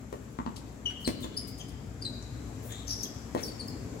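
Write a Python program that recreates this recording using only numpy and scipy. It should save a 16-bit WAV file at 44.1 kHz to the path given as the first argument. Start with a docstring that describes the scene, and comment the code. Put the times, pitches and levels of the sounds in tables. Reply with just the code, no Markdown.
"""Night on an outdoor hard court, over a bed of town rumble, low drone and faint hiss.
A dull thump opens, and a hollow tennis ball taps the court twice. Then a player steps about:
rubber soles scuff over grit and squeak as they stick and slip, with the heaviest thump a second in.
A distant vehicle swells and fades midway; the footwork gets busier around a last thump near the end.
The play sits to the left, slaps back from a near wall and lingers between the far fences."""
import sys
import numpy as np
from scipy import signal
from scipy.fft import rfft, irfft, next_fast_len
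from scipy.io import wavfile
from scipy.ndimage import uniform_filter1d, map_coordinates

SR = 44100
rng = np.random.default_rng(int(sys.argv[2]) if len(sys.argv) > 2 else 0)


def generate_wav(sig):
    """Save sig (samples, or channels by samples) to the path in sys.argv[1] as 16-bit PCM at SR."""
    pcm = np.round(np.clip(np.atleast_2d(sig).T, -1, 1) * 32767).astype(np.int16)
    wavfile.write(sys.argv[1], SR, pcm)


N = 176400
SIDES = np.array([[1], [-1]])  # adds on the left, takes from the right
SCATTER_LEFT_DB = 1.95


def amp(db):
    """Decibels to gain."""
    return 10 ** (np.asarray(db) / 20)


def unit(x):
    """Scaled to rms 1."""
    return x / np.sqrt(np.mean(x ** 2) + 1e-20)


def along(points, hz):
    """(Hz, value) points read on a log frequency axis."""
    f, v = np.transpose(points)
    return np.interp(np.log(hz + 1), np.log(f + 1), v)


def fader(points):
    """(s, dB) points to one gain per sample."""
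    return amp(np.interp(np.arange(N) / SR, *np.transpose(points)))


def wobble(per_s, t):
    """A smooth random curve with per_s knots a second."""
    return map_coordinates(rng.standard_normal(2048), [t * per_s], mode="wrap")


def filtered(x, response):
    """x shaped by a frequency response."""
    n = x.shape[-1]
    m = next_fast_len(n + SR // 10)
    return irfft(rfft(x, m) * response(np.fft.rfftfreq(m, 1 / SR)), m)[..., :n]


def band(hz, octaves, size):
    """Noise of rms 1 in a bell-shaped band."""
    bell = lambda f: np.exp(-.5 * (np.log2((f + 1) / hz) / octaves) ** 2)
    return unit(filtered(rng.standard_normal(size), bell))


def stroke(t, length_s, attack_s, release_s):
    """Attack, hold and release of one slide."""
    return np.clip(t / attack_s, 0, 1) * np.clip((length_s - t) / release_s + .5, 0, 1)


def decay(t, t60_s):
    """A fall of 60 dB every t60_s."""
    return amp(-60 * t / t60_s)


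def ring(modes, t):
    """Damped modes, a little different in pitch and level at each blow."""
    out = np.zeros(len(t))
    for k, (hz, db, t60_s) in enumerate(modes):
        tone = (-1) ** k * np.sin(2 * np.pi * hz * rng.normal(1, 0.026) * t)
        out += tone * amp(db + rng.normal(0, 1)) * decay(t, t60_s)
    return out


def add(track, start_s, sound):
    """Mix a sound in at start_s."""
    i = max(round(start_s * SR), 0)
    track[i:i + len(sound)] += sound[:N - i]


def squeaks():
    """Rubber sticks and slips: a swelling whistle whose pitch settles as the sole takes weight."""
    # sole squeaks: start_s, length_s, first_hz, settled_hz, level_db, overtone_db, jitter_share
    slips = [(0.855, 0.015, 3112, 2917, -22.5, -14.5, 0.011), (1.044, 0.016, 5150, 4170, -35, -13, 0.031),
             (1.06, 0.014, 3960, 4280, -35, -1.5, 0.024), (1.224, 0.017, 3750, 3510, -43, -4.5, .045),
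             (1.365, 0.013, 4540, 5040, -30.5, -5, 0.03), (1.381, 0.015, 5450, 5060, -33.5, -17, 0.045),
             (1.593, 0.022, 3150, 3140, -41.5, -3, 0.051), (2.013, 0.02, 4920, 4570, -43.5, -12.5, 0.051),
             (2.045, 0.018, 4290, 4060, -35, -11, 0.034), (2.056, 0.014, 4120, 3940, -34, -15.5, 0.007),
             (2.686, 0.15, 3524, 3657, -53, -3.5, 0.063), (2.714, 0.016, 3710, 3570, -46.5, 5, 0.066),
             (2.865, 0.044, 5900, 5770, -40.5, -15, 0.1), (2.897, .04, 5600, 5444, -35, -15, 0.078),
             (2.949, 0.069, 5800, 5550, -43.5, -16, 0.055), (3.029, 0.0122, 6340, 5980, -32.5, -11, 0.079),
             (3.05, 0.013, 3290, 3220, -48, -7, 0.059), (3.429, 0.0102, 6380, 5270, -25.5, -17, 0.017),
             (3.437, 0.028, 4970, 4620, -45, -20, 0.072), (3.473, 0.022, 4750, 4490, -40.5, -10, 0.023),
             (3.591, 0.022, 4670, 4410, -39, -11, 0.026), (3.68, 0.0085, 4980, 4940, -39, -18, 0.0091)]
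    settle_share, swell_share = 0.46, 0.58  # of the length
    out, t = np.zeros(N), np.arange(SR // 5) / SR
    for start_s, length_s, first_hz, settled_hz, level_db, overtone_db, jitter in slips:
        hz = settled_hz + (first_hz - settled_hz) * np.exp(-(t / (settle_share * length_s)) ** 2)
        phase = 2 * np.pi * np.cumsum(hz * (1 + jitter * wobble(1100, t))) / SR
        overtones = np.sin(2 * phase) + amp(-19.5) * np.sin(3 * phase)
        whistle = np.sin(phase) + amp(overtone_db) * overtones
        flutter = amp(-4 * wobble(248, t))
        rasp = 1 + 3.63 * jitter * wobble(4300, t)  # grainier level, a fast flicker in loudness
        envelope = stroke(t, length_s, attack_s=min(swell_share * length_s, .012), release_s=0.0077)
        add(out, start_s, amp(level_db) * whistle * flutter * rasp * envelope)
    return out


def thumps():
    """Each blow of ball or heel gives a heavily damped low push, a hollow knock and a contact click."""
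    # dull blows: start_s, level_db, pitch_hz, knock_db, click_db
    blows = [(.127, -26.5, 400, -11.5, -15.5), (1.076, -14, 282, -18, -11),
             (1.243, -27.5, 288, -13.5, -11.5), (3.349, -17, 317, -10, -19)]
    # modes of the knock: pitch_hz, level_db, t60_s
    knock_modes = [(460, -1, 0.018), (600, 7.5, 0.013), (848, 0.5, 0.017), (1140, -2.5, 0.021),
                   (1793, -5.5, 0.015), (2240, -31.5, 0.023)]
    out, t = np.zeros(N), np.arange(SR // 8) / SR
    attack = 1 - np.exp(-t / 0.00042)
    for start_s, level_db, pitch_hz, knock_db, click_db in blows:
        push = np.sin(2 * np.pi * pitch_hz * t) * decay(t, t60_s=0.021)
        click = amp(click_db) * band(hz=2600, octaves=1.5, size=len(t)) * decay(t, t60_s=0.018)
        knock = amp(knock_db) * ring(knock_modes, t)
        add(out, start_s, amp(level_db) * (push + knock + click) * attack)
    return out


def ball_taps():
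    """The hollow ball rings briefly after a crisp contact with the court."""
    # bounces: start_s, level_db, click_db
    bounces = [(.388, -26.5, -20.5), (0.4632, -27.5, -17)]
    # modes of the ball: pitch_hz, level_db, t60_s
    ball_modes = [(248.2, 2.5, 0.028), (907, -2.5, .018), (1080, -2, 0.016), (1364, -5, 0.01),
                  (1860, -12, 0.0095)]
    out, t = np.zeros(N), np.arange(SR // 8) / SR
    for start_s, level_db, click_db in bounces:
        click = amp(click_db) * band(hz=2770, octaves=0.84, size=len(t)) * decay(t, t60_s=0.016)
        add(out, start_s, amp(level_db) * (ring(ball_modes, t) + click))
    return out


def scuffs():
    """A sole slides without gripping: a short gritty hiss."""
    # scrapes over grit: start_s, length_s, level_db, centre_hz, width_octaves
    scrapes = [(0.56, .011, -44, 5010, 0.73), (0.895, 0.02, -51, 1680, 1.46),
               (0.998, .045, -56.5, 9800, 1.3), (1.2, 0.036, -54, 12000, 1.2),
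               (1.468, 0.025, -49.5, 12400, 0.87), (1.577, 0.019, -53, 7620, 0.53),
               (1.681, 0.015, -54.5, 6750, 0.78), (2.226, 0.0025, -46.5, 6400, 0.31),
               (2.62, 0.092, -54, 14100, 0.81), (2.694, 0.041, -56.5, 1860, 0.26),
               (3.019, 0.022, -48.5, 11900, 1.8), (3.369, 0.041, -48, 2380, 1.07),
               (3.396, 0.075, -51, 10000, 1), (3.676, 0.0084, -52, 11500, .7)]
    out, t = np.zeros(N), np.arange(SR // 6) / SR
    for start_s, length_s, level_db, centre_hz, octaves in scrapes:
        grit = unit(band(centre_hz, octaves, size=len(t)) * amp(3 * wobble(627, t)))
        envelope = stroke(t, length_s, attack_s=0.22 * length_s, release_s=.01)
        add(out, start_s, amp(level_db) * grit * envelope)
    return out


def ticks():
    """Tiny random ticks of grit and clothing."""
    ticks_per_s, chances = 30, 300
    out, t = np.zeros(N), np.arange(SR // 50) / SR
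    for place, softness, chance in rng.uniform(size=(chances, 3)):
        tick = band(hz=9200, octaves=1.0, size=len(t)) * decay(t, t60_s=0.0098)
        if chance < ticks_per_s * N / SR / chances:
            level_db = -62 + 1.5 * min(-np.log(softness), 2)
            add(out, place * (N - 1) / SR, amp(level_db) * tick)
    return out


def tail(t60s, delay_s):
    """A stereo reverb tail that starts after a delay and dies band by band, by (Hz, t60 s) points."""
    hz, t, noise = signal.stft(rng.standard_normal((2, SR)), SR, nperseg=256)
    wash = signal.istft(noise * decay(t, along(t60s, hz)[:, None]), SR, nperseg=256)[1]
    return np.pad(wash / np.linalg.norm(wash[0]), ((0, 0), (round(delay_s * SR), 0)))[:, :SR]


def on_court(x):
    """Direct sound and darker single echoes, earlier and louder on the left, plus a short scatter."""
    # early slaps off a near wall, plus one faint late echo from the far fence: delay_s, level_db
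    reflections = [(0.0119, -6.5), (0.0167, -12), (.029, -12), (0.041, -16), (.114, -24)]
    # pan, added left and taken from the right: frequency_hz, gain_db
    lean = [(200, 0.5), (1000, 5.5), (4000, 4), (10000, 4)]
    left_lead_s = 0.0004565

    def response(hz):
        echoes = sum(amp(db) * np.exp(-2j * np.pi * hz * delay_s) for delay_s, db in reflections)
        echo_colour = amp(along([(1500, 2.5), (8000, -9.5)], hz))
        pan = amp(SIDES * along(lean, hz)) * np.exp(1j * np.pi * hz * left_lead_s * SIDES)
        return (1 + echo_colour * echoes) * pan

    scatter = signal.fftconvolve(x[None], tail([(1000, 0.21)], delay_s=.005), axes=1)[:, :N]
    return filtered(x, response) + amp(-1.5 + SCATTER_LEFT_DB * SIDES) * scatter


def blurred(x):
    """A quick random drift smears the pitch of the shoes for their distant answer."""
    drift_hz = 128.3 * wobble(450, np.arange(N) / SR)
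    return np.real(signal.hilbert(x) * np.exp(2j * np.pi * np.cumsum(drift_hz) / SR))


def far_fences(x, echo_db):
    """A long wash and a late echo from the far fences, their treble absorbed by the air."""
    # decay of the wash: frequency_hz, t60_s
    wash_decay = [(200, 1.8), (1000, 1.2), (3000, 1.47), (5000, 1.6), (8000, 0.52), (14000, 0.29)]
    # air loss over the long paths: frequency_hz, gain_db
    air_loss = [(3000, 0), (5000, -1.5), (8000, -14.5), (14000, -5)]
    wash = amp(-9.5) * tail(wash_decay, delay_s=.02)
    echo = amp(echo_db) * tail([(1000, 0.4)], delay_s=.1)
    answer = filtered(wash + echo, lambda hz: amp(along(air_loss, hz)))
    return amp(SCATTER_LEFT_DB * SIDES) * signal.fftconvolve(x[None], answer, axes=1)[:, :N]


def noise_bed(spectrum, patchy_db):
    """Stereo noise of rms 1 with patches of random gain, near mono in the bass."""
    # stereo image: frequency_hz, left_right_correlation
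    likeness = [(60, 0.75), (125, 1), (250, 0.94), (500, 0.49), (1000, 0.05), (8000, 0.092)]
    noise = signal.stft(rng.standard_normal((2, N)), nperseg=1024)[2]
    patches = uniform_filter1d(rng.standard_normal(noise.shape[1:]), size=6, axis=0)  # across pitch
    patches = uniform_filter1d(patches, size=10, axis=1)  # across time
    pair = signal.istft(noise * amp(patchy_db * unit(patches)), nperseg=1024)[1][:, :N]
    width = lambda f: np.arccos(np.clip(along(likeness, f), -1, 1)) / 2
    mid, side = filtered(pair, lambda f: amp(along(spectrum, f)) * [np.cos(width(f)), np.sin(width(f))])
    return unit(np.array([mid + side, mid - side]))


def night_air():
    """Far traffic with one vehicle going by, a low drone and a faint hiss, all leaning left."""
    # tone of the town rumble and the hiss: frequency_hz, relative_density_db
    town_spectrum = [(15, -18), (28, -26), (44, -13.5), (70, -8.5), (115, -5), (185, -11), (265, -5.5),
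                     (340, -14.5), (450, -14.5), (520, -20), (750, -24), (1250, -32.5), (2500, -35.5),
                     (4000, -76)]
    hiss_spectrum = [(1200, 7), (2500, -1), (5000, -3.5), (7500, 4), (8600, -10.5), (12000, -9),
                     (16000, -19.5)]
    # fader rides of town, hiss and vehicle: time_s, level_db
    town_ride = [(0.0, -45.5), (0.46, -47.5), (0.89, -45.5), (1.01, -45), (2.67, -43), (2.99, -44.5),
                 (4.0, -41)]
    hiss_ride = [(0, -58.5), (.8, -58), (1.9, -57.5), (2.6, -53.5), (4, -54)]
    engine_ride = [(0, -62), (1.5, -52), (1.9, -46), (2.85, -47), (3.2, -82)]
    town = fader(town_ride) * noise_bed(town_spectrum, patchy_db=2)
    hiss = fader(hiss_ride) * noise_bed(hiss_spectrum, patchy_db=1)
    drone = amp(-49.5) * band(hz=61.2, octaves=0.12, size=N)
    engine = fader(engine_ride) * band(hz=109.8, octaves=0.15, size=N)
    return (town + hiss + drone + engine) * amp(2.5 * SIDES)


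def scene():
    """Shoes and ball on the court, over the night air."""
    shoes = squeaks() + scuffs() + ticks()
    blows = thumps() + ball_taps()
    return (night_air() + on_court(shoes + blows)
            + far_fences(blurred(shoes), echo_db=-9.5) + far_fences(blows, echo_db=-30))


def record(dry):
    """Roll off the deepest bass and cut the very top."""
    low_cut_hz, top_hz = 39, 15850
    thin = signal.sosfilt(signal.butter(2, low_cut_hz, "highpass", fs=SR, output="sos"), dry)
    return filtered(thin, lambda hz: hz < top_hz)


dry = scene()
out = record(dry)
generate_wav(out)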